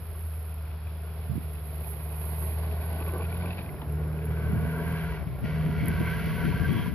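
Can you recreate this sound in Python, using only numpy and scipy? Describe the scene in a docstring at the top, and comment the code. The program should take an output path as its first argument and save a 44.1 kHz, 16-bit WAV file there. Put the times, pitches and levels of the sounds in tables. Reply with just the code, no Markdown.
"""A snowy field, with an off-road car driving past a hand-held camera.
The car drones closer as multiples of its firing rate, its wheels churning snow as noise that puffs with
each firing, and clatters as short metallic modes. It eases off twice, and pulls away with a rasping exhaust,
gas noise through resonances, before easing off again. Gusts of low noise buffet and thump the microphone;
open air lies behind, and the camera adds a thin high hiss and a few ticks."""
import sys
import numpy as np
from scipy import signal
from scipy.fft import rfft, irfft
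from scipy.io import wavfile
from scipy.ndimage import map_coordinates

SR = 44100
rng = np.random.default_rng(int(sys.argv[2]) if len(sys.argv) > 2 else 0)


def transcribe(u):
    """Save the signal u as a 16-bit wav file named by the first command-line argument.

    u: samples, shape (n,) or (channels, n), limited to [-1, 1]; the rate is SR.
    q: integer samples, one column per channel.
    """
    v = np.clip(np.atleast_2d(u).T, -1, 1)
    q = np.round(v * 32767).astype(np.int16)
    wavfile.write(sys.argv[1], SR, q)


N = 306450
TIME = np.arange(N) / SR
BINS = np.fft.rfftfreq(N, 1 / SR)

# Metal parts of the car that ring when knocked.
# Each row: pitch in Hz, relative level in dB, time to fall by 60 dB in seconds.
METAL_MODES = [(1460, -7.5, 0.0068), (1870, -8.5, 0.014), (2320, 4, 0.02), (2437, 13.5, 0.018),
               (2620, 5, 0.032), (3190, 1, .016), (3570, 1, 0.015)]
# Which microphone port the wind strikes harder. 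Each row: time in seconds, left minus right in dB.
WIND_SIDE = [(0, 21), (1.35, -23), (4.55, -2.5), (5.3, 9), (5.85, -0.5), (6.5, 7.5), (6.95, 6)]
FRESHEN_S, BLOWING_S = 1.94, 5.92  # the wind begins to freshen, and reaches its steady blow


def amp(db):
    """Decibels to gain."""
    return 10 ** (np.asarray(db) / 20)


def evened(x):
    """Scales to rms 1."""
    return x / np.sqrt(np.mean(x ** 2) + 1e-20)


def curves(rows):
    """Each column of a table of times, joined by straight lines."""
    s, *columns = np.transpose(rows)
    return [np.interp(TIME, s, column) for column in columns]


def read(points):
    """A table of (Hz, value) on the frequency bins, joined by straight lines over log frequency."""
    hz, value = np.transpose(points)
    return np.interp(np.log(BINS + 1), np.log(hz + 1), value)


def colour(x, gain):
    """Filters by a gain per bin, at rms 1."""
    return evened(irfft(rfft(x) * gain, N))


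def wander(per_s):
    """Smooth chance of rms 1, up to about the given rate."""
    return colour(rng.standard_normal(N), np.exp(-(BINS / per_s) ** 2))


def add(mix, s, sound):
    """Mixes a sound in at a time."""
    part = mix[max(round(s * SR), 0):][:len(sound)]
    part += sound[:len(part)]


def swells(events):
    """One smooth bump of height 1 per row: centre in seconds, seconds from there to 1/e, then others."""
    return np.array([np.exp(-((TIME - s) / length) ** 2) for s, length, *_ in events])


def resonances(modes):
    """Gain per bin of steep resonances; each row: Hz, half-width at -6 dB in Hz, level in dB."""
    powers = [amp(db) ** 2 / (1 + ((BINS - hz) / width) ** 2) ** 2 for hz, width, db in modes]
    return np.sqrt(sum(powers))


def resonate(x, hz, width):
    """A steep resonance of gain 1 that follows the curve hz, by shifting that pitch to zero and back."""
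    turn = np.exp(2j * np.pi * np.cumsum(hz) / SR)
    r = np.exp(-np.pi * width / SR)
    smoothed = signal.lfilter([(1 - r) ** 2], [1, -2 * r, r * r], x * turn.conj())
    return 2 * (turn * smoothed).real


def narrow_swells(x, rows, width_hz):
    """Narrow bands of a noise that swell and fade; each row: centre s, seconds to 1/e, dB, Hz."""
    out = 0
    for swell, (_, _, db, hz) in zip(swells(rows), rows):
        out = out + amp(db) * swell * colour(x, resonances([(hz, width_hz / 2, 0)]))
    return out


def noise_pair():
    """White noise at the two microphone ports, less alike in the treble."""
    # Each row: frequency in Hz, left-right likeness from 0 to 1.
    likeness = [(60, 0.99), (300, 0.91), (700, 0.88), (1400, 0.82), (2200, 0.49), (3200, 0.47),
                (6500, 0.042)]
    a, b = rfft(rng.standard_normal((2, N)))
    same = np.clip(read(likeness), -1, 1)
    return irfft(np.array([a, same * a + np.sqrt(1 - same ** 2) * b]), N)


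def passing():
    """The straight drive past: dB from distance, and aspect from -1 (head on) to 1 (from behind)."""
    nearest_s, pass_per_s = 3.92, 0.53  # time of the nearest point; speed in nearest distances per second
    along = pass_per_s * (TIME - nearest_s)
    distance = np.hypot(1, along)
    return -20 * np.log10(distance), along / distance


def throttle():
    """How far the throttle is shut, and how much power is still missing after it reopens (0-1 each)."""
    # The driver lifts off. Each row: start, end in seconds.
    lifts = [(3.53, 3.83), (5.172, 5.41), (6.862, 7.1)]
    close_s, open_s, rebuild_s = 0.054, 0.054, 0.18
    shut, lag = np.zeros(N), np.zeros(N)
    for start, end in lifts:
        closing = np.clip((TIME - start) / close_s, 0, 1)
        since = np.maximum(TIME - end, 0)
        shut += closing * np.clip(1 - since / open_s, 0, 1)
        lag += closing * np.exp(-(since / rebuild_s) ** 4)
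    return shut, lag


def heard(abeam_db, astern_db, shut_db, lag_db):
    """Level in dB of one voice of the car: its level abeam, changed by distance, aspect and throttle."""
    distance_db, aspect = passing()
    shut, lag = throttle()
    return abeam_db + distance_db + astern_db * aspect + shut_db * shut + lag_db * lag


def puffs(turns, depth, uneven_db):
    """One swell per firing; sizes follow a cycle of four firings, and every stroke differs by chance."""
    stroke = turns.astype(int)
    size_db = uneven_db * (np.cos(np.pi * stroke / 2) + rng.uniform(-3, 0, N)[stroke])
    return evened(1 + depth * amp(size_db) * np.sin(np.pi * turns) ** 4)


def drone(turns):
    """The firing tone and its multiples, firm under load; most waver more in wind and off the throttle."""
    # The firing tone under load. Each row: time in seconds, rms level in dB.
    first_level = [(0.0, -40), (0.2, -35), (2.07, -35.5), (2.45, -30), (2.8, -31), (3.2, -32), (3.5, -34),
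                   (3.82, -41), (3.9, -30.5), (4.15, -35), (4.55, -29), (4.7, -35), (4.8, -46), (4.88, -29),
                   (5.1, -48), (5.44, -42), (5.52, -37), (5.85, -37.5), (6.1, -35), (6.4, -41),
                   (6.68, -29.5), (6.85, -58), (6.95, -56)]
    # The octave above it. Each row: time in seconds, rms level in dB.
    octave_level = [(0, -54), (1.2, -47.5), (2, -44), (3.2, -42.5), (3.45, -37), (3.6, -44.5), (3.8, -44.5),
                    (3.9, -34.5), (4.2, -34.5), (4.5, -33), (4.95, -32.5), (5.15, -36), (5.22, -43),
                    (5.3, -37), (5.42, -44), (5.5, -31), (5.68, -29.5), (5.85, -33), (6.6, -34),
                    (6.95, -42.5)]
    # Weaker engine orders. Each row: multiple of the firing rate, dB against the octave.
    overtones = [(2.25, -16), (2.5, -21.5), (3, -20), (5, -30), (5.25, -24), (5.5, -18.5), (5.75, -24.5),
                 (6.25, -25), (7.5, -29), (9, -30.5)]
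    # The third harmonic sings out: centre in seconds, seconds to 1/e, peak rms level in dB.
    third_swell = (4.686, 0.23, -48)
    # Throb between the firing tone and its octave: multiple of the firing rate, dB against that tone.
    throb_order = (1.5, -6.5)
    first_db, octave_db = curves(first_level)[0], curves(octave_level)[0]
    angle, overrun = 2 * np.pi * turns, throttle()[0]
    windy = np.clip((TIME - FRESHEN_S) / (BLOWING_S - FRESHEN_S), 0, 1) ** 0.67
    waver_db = .35 + .7 * windy + 1.5 * overrun
    slip = .12 * windy + .3 * overrun  # radians
    firing = amp(first_db - 2 * overrun + waver_db * wander(28)) * np.cos(angle + slip * wander(32))
    octave = amp(octave_db + waver_db * wander(14)) * np.cos(2 * angle + slip * wander(12))
    third = amp(third_swell[2]) * swells([third_swell])[0] * np.cos(3 * angle + slip * wander(12))
    multiple, throb_db = throb_order
    throb = windy * amp(first_db + throb_db + 4.26 * wander(23)) * np.cos(multiple * angle + wander(36))
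    upper = 0
    for k, db in overtones:
        phase = (0.3 + .55 * windy) * wander(12) + 2 * np.pi * rng.random()
        upper = upper + amp(db + 3.6 * wander(13)) * np.cos(k * angle + phase)
    return np.sqrt(2) * (firing + octave + third + throb + amp(octave_db) * upper)


def gas_flow(turns, steady):
    """Exhaust turbulence, part of which repeats with each engine cycle of four firings."""
    cycle = rng.standard_normal(2048)
    repeating = map_coordinates(cycle, [turns / 4 * len(cycle)], order=3, mode="grid-wrap")
    share = np.clip(steady / (1 + (BINS / 3800) ** 2), 0, 1)
    return irfft(np.sqrt(share) * rfft(repeating) + np.sqrt(1 - share) * rfft(noise_pair()), N)


def exhaust(turns):
    """Puffs of gas boom in the silencer, ring the pipe, set off a gliding whine and roar at the mouth."""
    # Silencer resonances. Each row: pitch in Hz, half-width at -6 dB in Hz, relative level in dB.
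    silencer = [(345, 35, -15), (426, 28, 0), (475, 33, -12), (590, 45, -7.5)]
    # Pipe resonances before drift. Each row: pitch in Hz, half-width at -6 dB in Hz, relative level in dB.
    pipe_modes = [(687.4, 36, 4), (999, 60, 5), (1119, 57, 4.5), (1428, 44, 7), (1565, 34, 6),
                  (1635, 70, 3.5)]
    # How strongly the pipe rings. Each row: time in seconds, level in dB.
    rasp_level = [(0, -63), (3.8, -59), (4.25, -54), (4.55, -45), (5.0, -42.5), (5.19, -46.5), (5.29, -62),
                  (5.41, -59), (5.45, -48), (5.85, -46), (5.97, -41.5), (6.45, -44.5), (6.6, -43.5),
                  (6.86, -43.5), (6.93, -53)]
    # The whine, before its waver and trim. Each row: time in seconds, pitch in Hz, level in dB.
    whine_glide = [(2.3, 1523, -74.5), (3.0, 1522, -52.5), (3.3, 1447, -50), (3.5, 1510, -54),
                   (3.7, 1450, -68), (4.3, 1520, -53), (4.41, 1530, -43.5), (4.52, 1504, -53),
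                   (4.78, 1553, -53), (5.0, 1606, -57.5), (5.16, 1550, -64), (5.25, 1490, -61),
                   (5.42, 1520, -64), (5.5, 1520, -51), (5.85, 1540, -52), (5.94, 1514, -34),
                   (6.02, 1590, -60), (6.1, 1505, -34), (6.17, 1527, -53), (6.32, 1495, -51),
                   (6.41, 1497, -39), (6.5, 1517, -51), (6.56, 1550, -34.5), (6.61, 1590, -48.5),
                   (6.65, 1564, -32.5), (6.69, 1614, -50.5), (6.85, 1600, -57), (6.95, 1496, -60)]
    # Colour of the roar at the mouth. Each row: frequency in Hz, relative level in dB per Hz.
    mouth_colour = [(700, -22.5), (1500, -22), (1780, 1), (1960, 6), (2100, 2.5), (2270, 6.5), (2450, -4),
                    (2700, -0.5), (2950, -5.5), (3200, -3.5), (3750, -14.5), (4400, -10.5), (5200, -19),
                    (6300, -23), (7500, -88)]
    # Level of that roar. Each row: time in seconds, level in dB.
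    roar_level = [(0, -83), (3.9, -66.5), (4.4, -53.5), (4.75, -50), (5.0, -45), (5.17, -49), (5.25, -60),
                  (5.415, -62.5), (5.45, -46), (5.68, -50), (5.83, -46), (6.2, -42.5), (6.45, -43.5),
                  (6.68, -44.5), (6.87, -43.5), (6.93, -54)]
    # Brief flares at one pitch. Each row: centre in seconds, seconds to 1/e, level in dB, pitch in Hz.
    flare_rows = [(4.65, 0.14, -57, 1470), (4.27, 0.067, -53.5, 417), (4.81, 0.047, -45, 430),
                  (5.57, 0.15, -52.5, 600), (5.815, .02, -48, 2150), (5.88, 0.012, -44.5, 1983),
                  (6.073, 0.021, -45, 2159), (6.448, 0.03, -41.5, 1440), (6.774, .07, -54, 3248)]
    pipe_drift, whine_waver = 0.0078, 0.011  # rms shares of the pitch
    whine_trim_db = -3.5

    gas = gas_flow(turns + .01 * wander(9), steady=.85) * puffs(turns, depth=.7, uneven_db=2.6)
    pipe = 0
    for hz, width, db in pipe_modes:
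        drifting_hz = hz * (1 + pipe_drift * wander(6.8))
        pipe = pipe + amp(db + 2 * wander(10)) * resonate(gas, drifting_hz, 2 * width)
    ring = amp(curves(rasp_level)[0] + 0.87 * wander(21)) * evened(pipe)
    boom_db = heard(abeam_db=-49.5, astern_db=8.5, shut_db=-8.0, lag_db=-5.0)
    boom = amp(boom_db) * colour(gas, resonances(silencer))
    whine_hz, whine_db = curves(whine_glide)
    whine = evened(resonate(gas, whine_hz * (1 + whine_waver * wander(16.0)), width=87))
    whine *= amp(whine_db + whine_trim_db + 1.7 * wander(21))
    roar = amp(curves(roar_level)[0] + .5 * wander(14)) * colour(gas, amp(read(mouth_colour)))
    flaring = narrow_swells(gas, flare_rows, width_hz=250)
    beat = evened(1 + .1 * np.cos(2 * np.pi * turns - np.pi) + .12 * np.cos(4 * np.pi * turns))
    return boom + (ring + whine) * beat + roar + flaring


def spinning():
    """The dB that the spinning wheels add to the churn."""
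    # Each row: centre in seconds, seconds to 1/e, dB added.
    wheelspins = [(2.46, 0.58, 5), (3.06, 0.23, 2.5), (3.525, 0.18, 3.5)]
    return np.transpose(wheelspins)[2] @ swells(wheelspins)


def churn(turns):
    """Engine roar and thrown snow as puffing noise, louder in wheelspin, with a rumble in deep snow."""
    # Seen from the front. Each row: frequency in Hz, relative level in dB per Hz.
    front_colour = [(40, -41), (170, 1.5), (290, -9.5), (400, -1), (540, -7.5), (660, 0), (780, -6),
                    (1130, -8.5), (1300, -22), (1500, -15), (1720, -16.5), (1900, -12.5), (2450, -16),
                    (3200, -21.5), (4700, -23.5), (7500, -64)]
    # Seen from behind. Each row: frequency in Hz, relative level in dB per Hz.
    rear_colour = [(40, -47), (260, 5), (400, 10), (500, 2), (600, 6.5), (700, 4.5), (820, -0.5),
                   (1100, -0.5), (1280, -10.5), (2200, -9), (3200, -43), (5000, -47), (6200, -42),
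                   (7500, -103)]
    # Wheels in deep snow: centre in seconds, seconds to 1/e, level in dB, top of the band in Hz.
    deep_snow = (3.55, 0.95, -50.5, 331)
    grit = noise_pair() * puffs(turns, depth=.55, uneven_db=3) * amp(1.4 * wander(40))
    behind = np.clip((TIME - 3.6) / 0.12, 0, 1)  # the colour turns just before the nearest point
    front, rear = colour(grit, amp(read(front_colour))), colour(grit, amp(read(rear_colour)))
    level_db = heard(abeam_db=-46.0, astern_db=1.5, shut_db=0.5, lag_db=-0.5) + spinning()
    s, length, rumble_db, top_hz = deep_snow
    band = (BINS / 120) ** 2 / (1 + (BINS / 120) ** 2) / (1 + (BINS / top_hz) ** 6)
    rumble = amp(rumble_db) * swells([(s, length)]) * colour(noise_pair(), band)
    return amp(level_db) * ((1 - behind) * front + behind * rear) + rumble


def spray_and_soft_thump():
    """Dense, crunching grains: a soft, dull thump of wind at the microphone, then clods off the tyres."""
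    # First the wind thump, then the snow. Each row: centre in seconds, seconds to 1/e, level in dB.
    bursts = [(0.162, 0.025, -55), (2.44, 0.026, -47), (2.64, .04, -48.5), (3.018, 0.021, -40),
              (3.086, 0.028, -42), (3.149, 0.022, -39.5), (3.194, 0.028, -38.5), (3.331, 0.024, -53),
              (3.461, 0.035, -43)]
    # Colour of both. Each row: frequency in Hz, relative level in dB per Hz.
    grain_colour = [(150, -23), (380, 14.5), (560, 5), (900, 2), (1150, 10), (1290, -14.5), (1500, 4),
                    (1720, -27), (1900, -9), (3500, -31), (6500, -85)]
    wind_thump, snow_clods = bursts[:1], bursts[1:]
    grains_per_s = 1400
    sizes = rng.standard_normal(N) * amp(3 * np.minimum(rng.exponential(1, N), 3))
    grains = colour((rng.random(N) < grains_per_s / SR) * sizes, amp(read(grain_colour)))
    soft_thump = amp(np.transpose(wind_thump)[2]) @ swells(wind_thump) * grains
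    thrown_snow = amp(np.transpose(snow_clods)[2]) @ swells(snow_clods) * grains
    return soft_thump + thrown_snow


def clatter():
    """Short metallic knocks, and one low thud of a snow clod: a wide crack together with ringing modes."""
    # The one pitched far down is the snow clod. Each row: start in seconds, peak level in dB, pitch as a ratio.
    knocks = [(0.87, -45, 1), (1.43, -50, 1.04), (1.555, -43, 1.06), (1.755, -49, 1.09),
              (1.8432, -44, 0.99), (2.1398, -48.5, 1.05), (2.712, -41, 1.03), (2.817, -43, 0.98),
              (3.003, -37, 1), (3.023, -40, 1.08), (3.063, -39, .96), (3.0895, -39, 0.97),
              (3.2083, -37, 0.97), (3.2268, -37, 1.01), (3.2412, -38, 0.96), (3.251, -39, 1),
              (3.302, -44, 0.94), (3.3248, -36.5, 0.98), (3.344, -39, 1), (3.368, -42, 1.1),
              (3.422, -35.5, .94), (3.459, -36, 1), (3.473, -42, 1.04), (3.482, -46, 1.1),
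              (3.506, -30, 1.02), (3.531, -36, 1.05), (3.5816, -38, 1.03), (3.588, -34, 0.99),
              (3.613, -39, 0.99), (3.66, -42, 1), (3.691, -38, 0.88), (3.763, -45.5, 0.95),
              (3.816, -33.5, 0.358), (3.897, -43, 1.03), (4.189, -44, 0.98), (4.366, -42, 0.97)]
    t, out = np.arange(SR // 20) / SR, np.zeros(N)
    crack = colour(rng.standard_normal(N), 1 / (1 + ((BINS - 2500) / 1400) ** 6))
    chances = rng.standard_normal((len(knocks), len(METAL_MODES), 2))  # each is struck a little differently
    for (s, db, pitch), chance in zip(knocks, chances):
        ring = amp(1) * crack[round(s * SR):][:len(t)] * np.exp(-t / .0035)
        for (hz, level, t60), (detune, phase) in zip(METAL_MODES, chance):
            struck_hz = hz * pitch * (1 + 0.017 * detune)
            ring += amp(level - 60 * t / t60) * np.sin(2 * np.pi * (struck_hz * t + phase))
        ring *= 1 - np.exp(-t / .0016)  # soft onset
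        add(out, s, amp(db) * ring / abs(ring).max())
    return out


def rattle():
    """Many small knocks at random, coloured by the metal modes; they swell as the car nears and in a flurry."""
    knocks_per_s, decay_s = 130, 0.0032
    level_db, flurry_db, flurry_s, flurry_length_s = -63.5, 4, 3.5, 0.13  # level abeam, without the flurry
    knocks = (rng.random(N) < knocks_per_s / SR) * amp(3.5 * np.minimum(rng.exponential(1, N), 3))
    bursts = signal.lfilter([1], [1, -np.exp(-1 / (decay_s * SR))], knocks) * rng.standard_normal(N)
    body = sum(amp(db) / (1 + ((BINS - hz) / 260) ** 2) for hz, db, t60 in METAL_MODES)
    flurry = np.exp(-((TIME - flurry_s) / flurry_length_s) ** 2)
    return amp(level_db + 0.53 * passing()[0] + flurry_db * flurry) * colour(bursts, body)


def whistle():
    """A thin, wavering tone from the distant car that swells and fades."""
    # Start and end in seconds, mean pitch in Hz, peak level in dB before it wavers.
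    tone = (0.45, 1.75, 3365, -69.5)
    start, end, hz, db = tone
    progress = np.clip((TIME - start) / (end - start), 0, 1)
    swell = np.sqrt(np.clip(np.sin(np.pi * progress), 0, 1))
    pitch = hz * (1 + .005 * wander(7) + .009 * wander(60))
    return amp(db + 2.5 * wander(31)) * swell * np.sin(2 * np.pi * np.cumsum(pitch) / SR)


def wind():
    """Lumpy turbulence, separate at each port; a stronger blow and single gusts reach higher."""
    # Colour of a strong blow. Each row: frequency in Hz, relative level in dB per Hz.
    buffet_colour = [(20, -37.5), (35, -34.5), (50, -4), (65, 0.5), (130, -4.5), (200, -2), (300, -21.5),
                     (400, -21.5), (600, -30), (1200, -40), (3000, -81.5)]
    # Gusts. Each row: centre in seconds, seconds to 1/e, level in dB before it leans to one port.
    gusts = [(0.74, 0.023, -54), (1.35, 0.058, -43), (3.602, 0.051, -61), (4.548, 0.08, -31),
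             (4.663, .03, -38), (4.863, 0.083, -39), (5.29, 0.012, -44), (5.447, 0.018, -31.5),
             (5.678, 0.041, -31), (5.84, 0.028, -28), (5.9, 0.025, -27), (6.013, 0.012, -21.5),
             (6.273, 0.016, -29), (6.473, 0.045, -26.5), (6.609, 0.055, -31), (6.699, 0.029, -28),
             (6.763, 0.045, -26), (6.898, 0.059, -31)]
    # Colour of the gusts. Each row: frequency in Hz, relative level in dB per Hz.
    gust_colour = [(30, -37), (60, -1.5), (130, 8), (220, 2), (330, -6), (430, -15), (650, -34.5),
                   (3000, -98.5)]
    calm_db, blow_db = -60.5, -32.5
    breeze_db = np.interp(TIME, [FRESHEN_S, BLOWING_S], [calm_db, blow_db])
    side_db = curves(WIND_SIDE)[0]
    eddies = rng.standard_normal((2, N)) * amp(2.4 * np.array([wander(25), wander(25)]))
    strong = colour(eddies, amp(read(buffet_colour)))
    gentle = colour(eddies, amp(read(buffet_colour)) / (1 + (BINS / 140) ** 2))
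    force = np.clip((breeze_db + 38.5) / 12, 0, 1)
    rumble = amp(breeze_db) * (force * strong + (1 - force) * gentle)
    hits = amp(np.transpose(gusts)[2]) @ swells(gusts)
    blasts = hits * colour(rng.standard_normal((2, N)), amp(read(gust_colour)))
    return (rumble + blasts) * amp(np.array([side_db, -side_db]) / 2)


def thumps():
    """Quickly damped thumps at the microphone, some dull and some sharp, stronger on the windward side."""
    # Each row: start in seconds, envelope peak in dB before it leans to one port, Hz, seconds to the peak.
    blows = [(1.295, -27, 129, .0052), (1.309, -28, 124, 0.0073), (1.359, -40, 200, 0.004),
             (1.378, -25, 176, 0.0021), (3.008, -39, 270, 0.0034), (3.708, -37.5, 261, .006),
             (4.531, -18.5, 175, 0.0035), (5.267, -24, 152, 0.0053)]
    t, out = np.arange(SR // 10) / SR, np.zeros(N)
    for s, db, hz, rise in blows:
        envelope = (t / rise) ** 2 * np.exp(2 - 2 * t / rise)
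        add(out, s, amp(db) * envelope * np.sin(2 * np.pi * hz * t))
    side_db = curves(WIND_SIDE)[0]
    return out * amp(np.array([side_db, -side_db]) * 0.39)


def air():
    """The steady background of the open field, as coloured noise."""
    # Each row: frequency in Hz, relative level in dB per Hz.
    field_colour = [(20, -32), (35, -13.5), (55, 14.5), (100, 13), (170, -8.5), (330, -11.5), (450, -6.5),
                    (1050, -17), (1350, -10.5), (1650, -18.5), (2400, -19), (3800, -24), (5500, -27),
                    (7500, -104.5)]
    return amp(-44.0) * colour(noise_pair(), amp(read(field_colour)))


def camera():
    """A grainy hiss and small damped ticks in the camera body, nearer the right port."""
    # The hiss before each port's own level. Each row: time in seconds, level in dB.
    hiss_level = [(0.0, -53.5), (0.25, -50), (0.75, -59.5), (1.82, -49.5), (1.88, -41), (1.97, -50),
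                  (2.44, -42), (2.69, -52.5), (2.94, -50.5), (4.02, -57.5), (4.93, -51.5), (5.26, -59),
                  (5.85, -56.5), (5.88, -46.5), (5.9, -52.5), (6.13, -50.5), (6.85, -53.5), (6.95, -58)]
    # Its colour at the left port. Each row: frequency in Hz, relative level in dB per Hz.
    left_colour = [(7500, -36), (8500, -22), (9400, -19), (10000, -11), (10800, -5), (11600, 0),
                   (12300, -2), (13000, -5), (14500, -7)]
    # Its colour at the right port. Each row: frequency in Hz, relative level in dB per Hz.
    right_colour = [(7500, -48), (8500, -32), (9400, -22), (10000, -16), (10600, -6), (11050, 0),
                    (11700, -2), (12300, -9), (13000, -13), (14500, -17)]
    # Pitches that stand out. Each row: centre in seconds, seconds to 1/e, dB at the right port, Hz.
    hiss_rings = [(1.4, 0.48, -66, 10900), (2.95, .3, -55.5, 11460), (3.15, 0.41, -55.5, 11080)]
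    # Each row: start in seconds, peak in dB before the high-pass and the balance of the ports.
    tick_rows = [(0.1935, -40), (0.5433, -38), (3.7938, -44), (3.9236, -37), (4.256, -35), (5.858, -31),
                 (5.8835, -23), (5.8864, -37)]
    left_mean_db, left_share, right_boost_db = -56.5, 0.64, 4.5  # the left gets a share of the swing in dB

    grain = rng.standard_normal((2, N)) * amp(1.2 * wander(140) + .5 * wander(23))
    left = colour(grain[0], amp(read(left_colour)))
    right = colour(grain[1], amp(read(right_colour)))
    hiss_db = curves(hiss_level)[0]
    swing_db = hiss_db - hiss_db.mean()
    left *= amp(left_mean_db + left_share * swing_db)
    right *= amp(hiss_db + right_boost_db)
    hiss = np.array([left, right])
    hiss += narrow_swells(grain[1], hiss_rings, width_hz=67) * amp([[-9], [0]])

    t, ticks = np.arange(SR // 100) / SR, np.zeros(N)
    tick = np.sin(2 * np.pi * 11250 * t) * (np.exp(-t / .0006) - np.exp(-t / .00015))
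    tick += .4 * np.sin(2 * np.pi * 13600 * t) * np.exp(-t / .0003)
    for s, db in tick_rows:
        add(ticks, s, amp(db) * tick / abs(tick).max())
    ticks = signal.sosfilt(signal.butter(6, 9500, "highpass", fs=SR, output="sos"), ticks)
    return hiss + ticks * amp([[-4], [2.5]])


def scene():
    """The car, a little left of centre, in wind and open air."""
    # Engine speed. Each row: time in seconds, firing rate in Hz.
    firing_rate = [(0, 80.5), (0.25, 80.2), (0.45, 77.86), (0.7, 77.54), (1, 78.1), (1.38, 79.2),
                   (1.58, 75.43), (1.78, 76.02), (2.02, 75.98), (2.25, 77.7), (2.8, 79.47), (3.1, 81.34),
                   (3.3, 84.02), (3.55, 87.74), (3.66, 85.37), (3.74, 69.84), (3.82, 74.14), (4.02, 77.45),
                   (4.5, 78.5), (4.75, 80.55), (5.07, 81.04), (5.17, 77.05), (5.3, 66.6), (5.36, 66.5),
                   (5.48, 78.62), (5.79, 78.18), (6, 82.4), (6.3, 80.97), (6.64, 85.1), (6.73, 79.8),
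                   (6.84, 85.8), (6.95, 82.8)]
    # The camera body delays one port unevenly. Each row: frequency in Hz, radians by which left leads.
    port_phase = [(1500, 0), (2000, 0.8), (2250, 0.43), (2600, 0.2), (3000, 0.7), (4050, 0.4), (4800, 0.48)]
    turns = np.cumsum(curves(firing_rate)[0]) / SR  # firings so far
    engine = drone(turns) + exhaust(turns)
    left, right = engine + churn(turns) + spray_and_soft_thump() + clatter() + rattle()
    lag_ms = np.interp(TIME, [0, 2, 4.7, 5.8], [.05, .09, .07, .005])
    right = np.interp(TIME - lag_ms / 1000, TIME, right)
    right = irfft(rfft(right) * np.exp(-1j * read(port_phase)), N)
    return np.array([left, right]) + whistle() + wind() + thumps() + air() + camera()


def record(dry):
    """The recorder's band limit, a steep low-pass."""
    edge_hz = 14620
    low_pass = signal.firwin(511, edge_hz, window=("kaiser", 9), fs=SR)
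    return signal.oaconvolve(dry, low_pass[None], "same")


dry = scene()
out = record(dry)
transcribe(out)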